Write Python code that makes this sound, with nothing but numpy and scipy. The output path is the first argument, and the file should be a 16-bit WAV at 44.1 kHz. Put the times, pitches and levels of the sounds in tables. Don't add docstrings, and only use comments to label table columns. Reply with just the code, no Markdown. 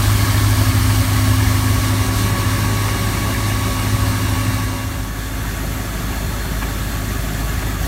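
import sys
import numpy as np
from scipy import signal
from scipy.fft import rfft, irfft, next_fast_len
from scipy.io import wavfile
from scipy.ndimage import uniform_filter1d

SR = 44100
rng = np.random.default_rng(int(sys.argv[2]) if len(sys.argv) > 2 else 0)


def persist_wave(psi):
    counts = np.round(np.clip(psi, -1, 1) * 32767).astype(np.int16)
    wavfile.write(sys.argv[1], SR, np.atleast_2d(counts).T)


N = 347067
T = np.arange(N) / SR
HZ = np.fft.rfftfreq(N, 1 / SR)

SOURCE_LEVELS = { "firing": (-27.5, -28, -24.5), "boom": (-18, -20, -30), "fan": (-30.5, -29, -40.5),
                 "blower hum": (-43.5, -39, -47.5), "blower whine": (-47.5, -34.5, -45.5),
                 "pump whine": (-38.5, -42, -50.5), "flutter": (-27, -25.5, -29), "rumble": (-30, -27, -30),
                 "roar": (-28.5, -27.5, -32.5), "brooms": (-27.5, -28.5, -32.5), }
# (multiple of the firing rate, side level/dB, rear level/dB, front level/dB)
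WEAK_ORDERS = [(.75, -45, -45, -54), (1.25, -35, -34, -48), (1.5, -31, -36.5, -38.5), (2.25, -63, -59, -54),
               (2.5, -44, -58, -55), (2.75, -54, -51, -50), (3, -60, -48, -41), (3.25, -39, -59, -57),
               (3.5, -53, -39.5, -51), (4, -56, -43, -43), (5.25, -53, -45, -40.5), (5.75, -42, -45, -49),
               (6.25, -48, -49, -59), (6.5, -42, -47, -44.5), (7.5, -45.5, -52, -50)]
# (multiple of the blade rate, then relative level/dB from the side, rear and front)
BLOWER_OVERTONES = [(2, 1.5, 1, 2), (3, -15, -11, -17), (4, -13, -9, -14)]
# (multiple of the blade rate, then relative level/dB from the side, rear and front)
PUMP_TONES = [(1.967, 0, 0, 0), (4.917, -18, -14, -15)]
# (start t/s, end t/s, f/Hz, width/Hz,
# level/dB)
DUCT_WHISTLES = [(0, 7.87, 1641, 18, -47), (0, 4.8, 1700, 60, -44), (0, 4.7, 1240, 30, -45),
                 (.5, 4.5, 2250, 20, -51), (.9, 4.3, 2853, 7, -46), (.4, 3.2, 2808, 14, -53),
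                 (4.0, 5.1, 2763, 5, -46), (1.5, 4.8, 5582, 40, -56), (4.9, 7.87, 1700, 50, -45),
                 (5.2, 7.87, 2120, 30, -50), (5.2, 7.87, 2710, 18, -53), (6.0, 6.75, 4285, 30, -46),
                 (5.3, 7.87, 8904, 70, -58)]
# (f/Hz, relative level/dB per Hz)
FLUTTER_SPECTRUM = [(10, -26), (25, -25), (42, -9), (62, 2.5), (92, -1), (120, -5.5), (150, -21),
                    (300, -55)]
# (f/Hz, then relative level/dB per Hz from the side, rear and front)
RUMBLE_SPECTRA = [(70, -30, -32, -26), (127, -1, 1, 2.5), (145, 0.5, -5, 2.5), (175, -3, 0.5, 3),
                  (203, 3, -1, 0), (227, -1.5, -5.5, -3.5), (236, 4, -4, 0), (318, 0.5, -4.5, -7),
                  (410, -8, -6.5, -6), (467, -12.5, -28.5, -15), (596, -39, -30, -19)]
# (f/Hz, relative level/dB per Hz)
AIR_SIDE = [(300, -50), (490, -18), (560, 2), (670, -0.5), (770, -0.5), (1000, 1.5), (1330, 1), (1480, -4),
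            (1660, 3.5), (1900, -2), (2260, 1), (2620, -10), (3000, -10), (3900, -38)]
AIR_REAR = [(300, -29), (490, -6.5), (640, -3), (750, -4.5), (970, 0), (1220, -3), (1430, -7.5), (1650, -1),
            (1800, -4), (1950, -3.5), (2270, -4), (2550, -10), (2850, -6), (3900, -54)]
AIR_FRONT = [(300, -38), (490, -4.5), (590, 1), (680, 5.5), (800, 0.5), (950, 1), (1050, -4.5), (1250, 3.5),
             (1480, 1), (1680, 3.5), (1850, 1.5), (2150, -2.5), (2900, -7.5), (3900, -38)]
# (f/Hz, relative level/dB per Hz)
BROOMS_SIDE = [(2000, -18), (3000, -1.5), (3700, -3), (4450, -0.5), (4900, -4.5), (5400, -3.5), (7400, -6),
               (8700, -3), (9900, -6), (10400, -9.5), (11500, -4.5), (13000, -7), (15800, -8)]
BROOMS_REAR = [(2000, -17), (3100, -5.5), (3700, -1.5), (4500, -2.5), (4950, -7.5), (5550, -3),
               (7200, -6.5), (8800, -4.5), (9900, -7.5), (10400, -10.5), (11300, -6.5), (13500, -8),
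               (15800, -12)]
BROOMS_FRONT = [(2000, -7), (3000, -4), (3500, 1), (3900, -5), (4300, -0.5), (4850, -7), (5900, -3.5),
                (7600, -3), (8800, -7), (9800, -5), (10450, -7.5), (12000, -2.5), (15800, -8.5)]
# (peak t/s, level change/dB, time from peak to 14 % height/s)
HISS_CHANGES = [(2.113, -3, 0.032), (2.19, 2, .11), (2.33, -1.5, 0.045), (5.12, -1.5, .04),
                (5.23, 1.5, 0.054), (7.77, -2.2, .04), (7.86, 1.5, .05)]
# (peak t/s, level/dB, time from peak to 14 % height/s)
BODY_RATTLES = [(.665, -27, .02), (.905, -24.5, .02), (1.405, -23.5, .025), (2.89, -27, .018),
                (3.09, -27, .018), (6.13, -31, .015), (6.63, -27, .02), (7.63, -30, .015)]
# (f/Hz, distance from peak to half gain/Hz, relative level/dB)
PANEL_RINGS = [(677, 120, -6), (945, 150, 3), (1230, 110, 4), (1650, 59, 7), (2360, 510, -0.5)]

# (firings a second), (blower blade rate f/Hz)
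FIRING_HZ, BLADE_HZ = (51.68, 51.88), (562, 563.3)
START_M, AWAY_M_PER_S = 6.4, 0.67
TURN_START_S, TURN_LENGTH_S = 1.0, 1.28
FADE_START_S, FADE_LENGTH_S = 4.45, 1.0
FRONT_M, TOWARD_M_PER_S = 8.86, 0.42
REFERENCE_M = 8
SWELL_PEAK_S, SWELL_CYCLE_S = 1.36, 3.32
FIRST_THROB_S, THROB_DEPTH, UNEVEN_FIRING = 0.073, 0.28, 0.17
OUTLET_SWING_DB = 7.5
EDGE_HZ = 15800


def gain_of(db):
    return 10 ** (np.asarray(db) / 20)


def evened(x):
    return x / np.sqrt(np.mean(x ** 2) + 1e-20)


def noise(gain):
    size = next_fast_len(N)
    shape = np.interp(np.fft.rfftfreq(size, 1 / SR), HZ, gain)
    spectrum = rfft(rng.standard_normal(size))
    return evened(irfft(spectrum * shape, size)[:N])


def coloured(points):
    f, db = np.transpose(points)
    gain = gain_of(np.interp(np.log(HZ + 1), np.log(f + 1), db))
    return noise(gain / (1 + (HZ / (2 * f[-1])) ** 2))


def wander(hz):
    knots = rng.standard_normal(1024)
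    return np.interp(2 * hz * T, np.arange(len(knots)), knots)


def resonance(hz, width):
    return 1 / (1 + ((HZ - hz) / width) ** 2)


def bump(s, length):
    return np.exp(-2 * ((T - s) / length) ** 2)


def ramp(start, length):
    return np.clip((T - start) / length, 0, 1)


def passes():
    fade = ramp(FADE_START_S, FADE_LENGTH_S)
    away_m = START_M + AWAY_M_PER_S * T
    toward_m = FRONT_M - TOWARD_M_PER_S * (T - FADE_START_S)
    return (1 - fade) * REFERENCE_M / away_m, fade * REFERENCE_M / toward_m


def weights():
    away, toward = passes()
    turned = ramp(TURN_START_S, TURN_LENGTH_S)
    power = np.array([(1 - turned) * away ** 2, turned * away ** 2, toward ** 2])
    return power / (away ** 2 + toward ** 2)


def level(source):
    return np.sqrt(gain_of(SOURCE_LEVELS[source]) ** 2 @ weights())


def viewed(spectra):
    return sum(np.sqrt(share) * coloured(points) for share, points in zip(weights(), spectra))


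def partial(turns, waver, waver_hz):
    strength = 1 + waver * wander(waver_hz)
    phase_drift = waver * wander(waver_hz)
    return np.sqrt(2) * strength * np.cos(2 * np.pi * turns + phase_drift)


def rotation(speeds, drift):
    hz = speeds[0] + (speeds[1] - speeds[0]) * ramp(FADE_START_S, FADE_LENGTH_S)
    return np.cumsum(hz * (1 + drift * wander(1))) / SR


def swell(depth_db):
    departing = 1 - ramp(FADE_START_S, FADE_LENGTH_S)
    return gain_of(depth_db * departing * np.cos(2 * np.pi * (T - SWELL_PEAK_S) / SWELL_CYCLE_S))


def eddies(x, patchy_db):
    z = signal.stft(x, nperseg=1024, noverlap=768)[2]
    patches = uniform_filter1d(rng.standard_normal(z.shape), size=4, axis=0)
    patches = uniform_filter1d(patches, size=6, axis=1)
    patchy = z * gain_of(patchy_db * evened(patches))
    return evened(signal.istft(patchy, nperseg=1024, noverlap=768)[1][:N])


def order(firings, k, waver):
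    return partial(k * firings - 0.0601 * k ** 2, waver, 3)


def boom_throb(firings):
    cycles = (firings - FIRST_THROB_S * FIRING_HZ[0]) / 4
    depth = THROB_DEPTH * (1 + .4 * wander(5))
    throb = 1 + depth * np.cos(2 * np.pi * cycles + .4 * wander(2))
    return throb + UNEVEN_FIRING * wander(14)


def engine(firings):
    firing_note = level("firing") * order(firings, 0.99, .08)
    boom = level("boom") * swell(depth_db=1) * boom_throb(firings) * order(firings, 2, 0.027)
    fan = level("fan") * swell(depth_db=3.6) * partial(5 * firings, .06, 5)
    shares = weights()
    uneven = sum((gain_of(faces) @ shares) * order(firings, k, .15) for k, *faces in WEAK_ORDERS)
    return firing_note + boom + fan + swell(depth_db=0.5) * uneven


def whines(waver=0.28):
    turns = rotation(BLADE_HZ, drift=0.00107)
    shares = weights()
    outlet = gain_of(OUTLET_SWING_DB * (ramp(0, FADE_START_S) - 1))
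    out = level("blower hum") * outlet * partial(turns, waver, 9)
    for source, partials in (("blower whine", BLOWER_OVERTONES), ("pump whine", PUMP_TONES)):
        strength = level(source)
        for k, *faces in partials:
            out += strength * (gain_of(faces) @ shares) * partial(k * turns, waver, 9)
    return out


def whistles(fade_s=0.17):
    out = np.zeros(N)
    for start, end, hz, width, db in DUCT_WHISTLES:
        heard = np.clip(np.minimum(T - start, end - T) / fade_s, 0, 1)
        pitch = hz + .8 * width * wander(2 * width)
        turns = np.cumsum(pitch) / SR
        out += gain_of(db) * heard * partial(turns, .25, width)
    return out


def exhaust_flutter():
    return level("flutter") * swell(depth_db=3.0) * coloured(FLUTTER_SPECTRUM)


def engine_rumble():
    hz, *faces = np.transpose(RUMBLE_SPECTRA)
    spectra = [np.column_stack([hz, db]) for db in faces]
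    return level("rumble") * swell(depth_db=-1.25) * viewed(spectra)


def hopper_roar(firings, knock=0.1, gust_db=-0.1):
    pulsing = 1 + knock * np.cos(2 * np.pi * firings)
    air = eddies(viewed([AIR_SIDE, AIR_REAR, AIR_FRONT]), patchy_db=2.04)
    return level("roar") * gain_of(gust_db * wander(16)) * pulsing * air


def brooms(flicker_db=0.3):
    bristles = eddies(viewed([BROOMS_SIDE, BROOMS_REAR, BROOMS_FRONT]), patchy_db=1.2)
    change_db = sum(db * bump(s, length) for s, db, length in HISS_CHANGES)
    change_db = change_db + flicker_db * wander(11)
    return level("brooms") * gain_of(change_db) * bristles


def rattles(knocks_hz=150):
    ring = noise(sum(gain_of(db) * resonance(hz, width) for hz, width, db in PANEL_RINGS))
    chatter = evened(.5 + abs(wander(knocks_hz)))
    shudders = sum(gain_of(db) * bump(s, length) for s, db, length in BODY_RATTLES)
    return ring * chatter * shudders


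def scene():
    firings = rotation(FIRING_HZ, drift=.0005)
    nearness = np.hypot(*passes())
    tones = engine(firings) + whines()
    noises = exhaust_flutter() + engine_rumble() + hopper_roar(firings) + brooms()
    machine = nearness * (tones + noises) + whistles() + rattles()
    return np.array([machine, machine])


def record(dry):
    low_pass = signal.firwin(1023, EDGE_HZ, window=("kaiser", 9), fs=SR)
    return signal.oaconvolve(dry, low_pass[None], "same")


dry = scene()
out = record(dry)
persist_wave(out)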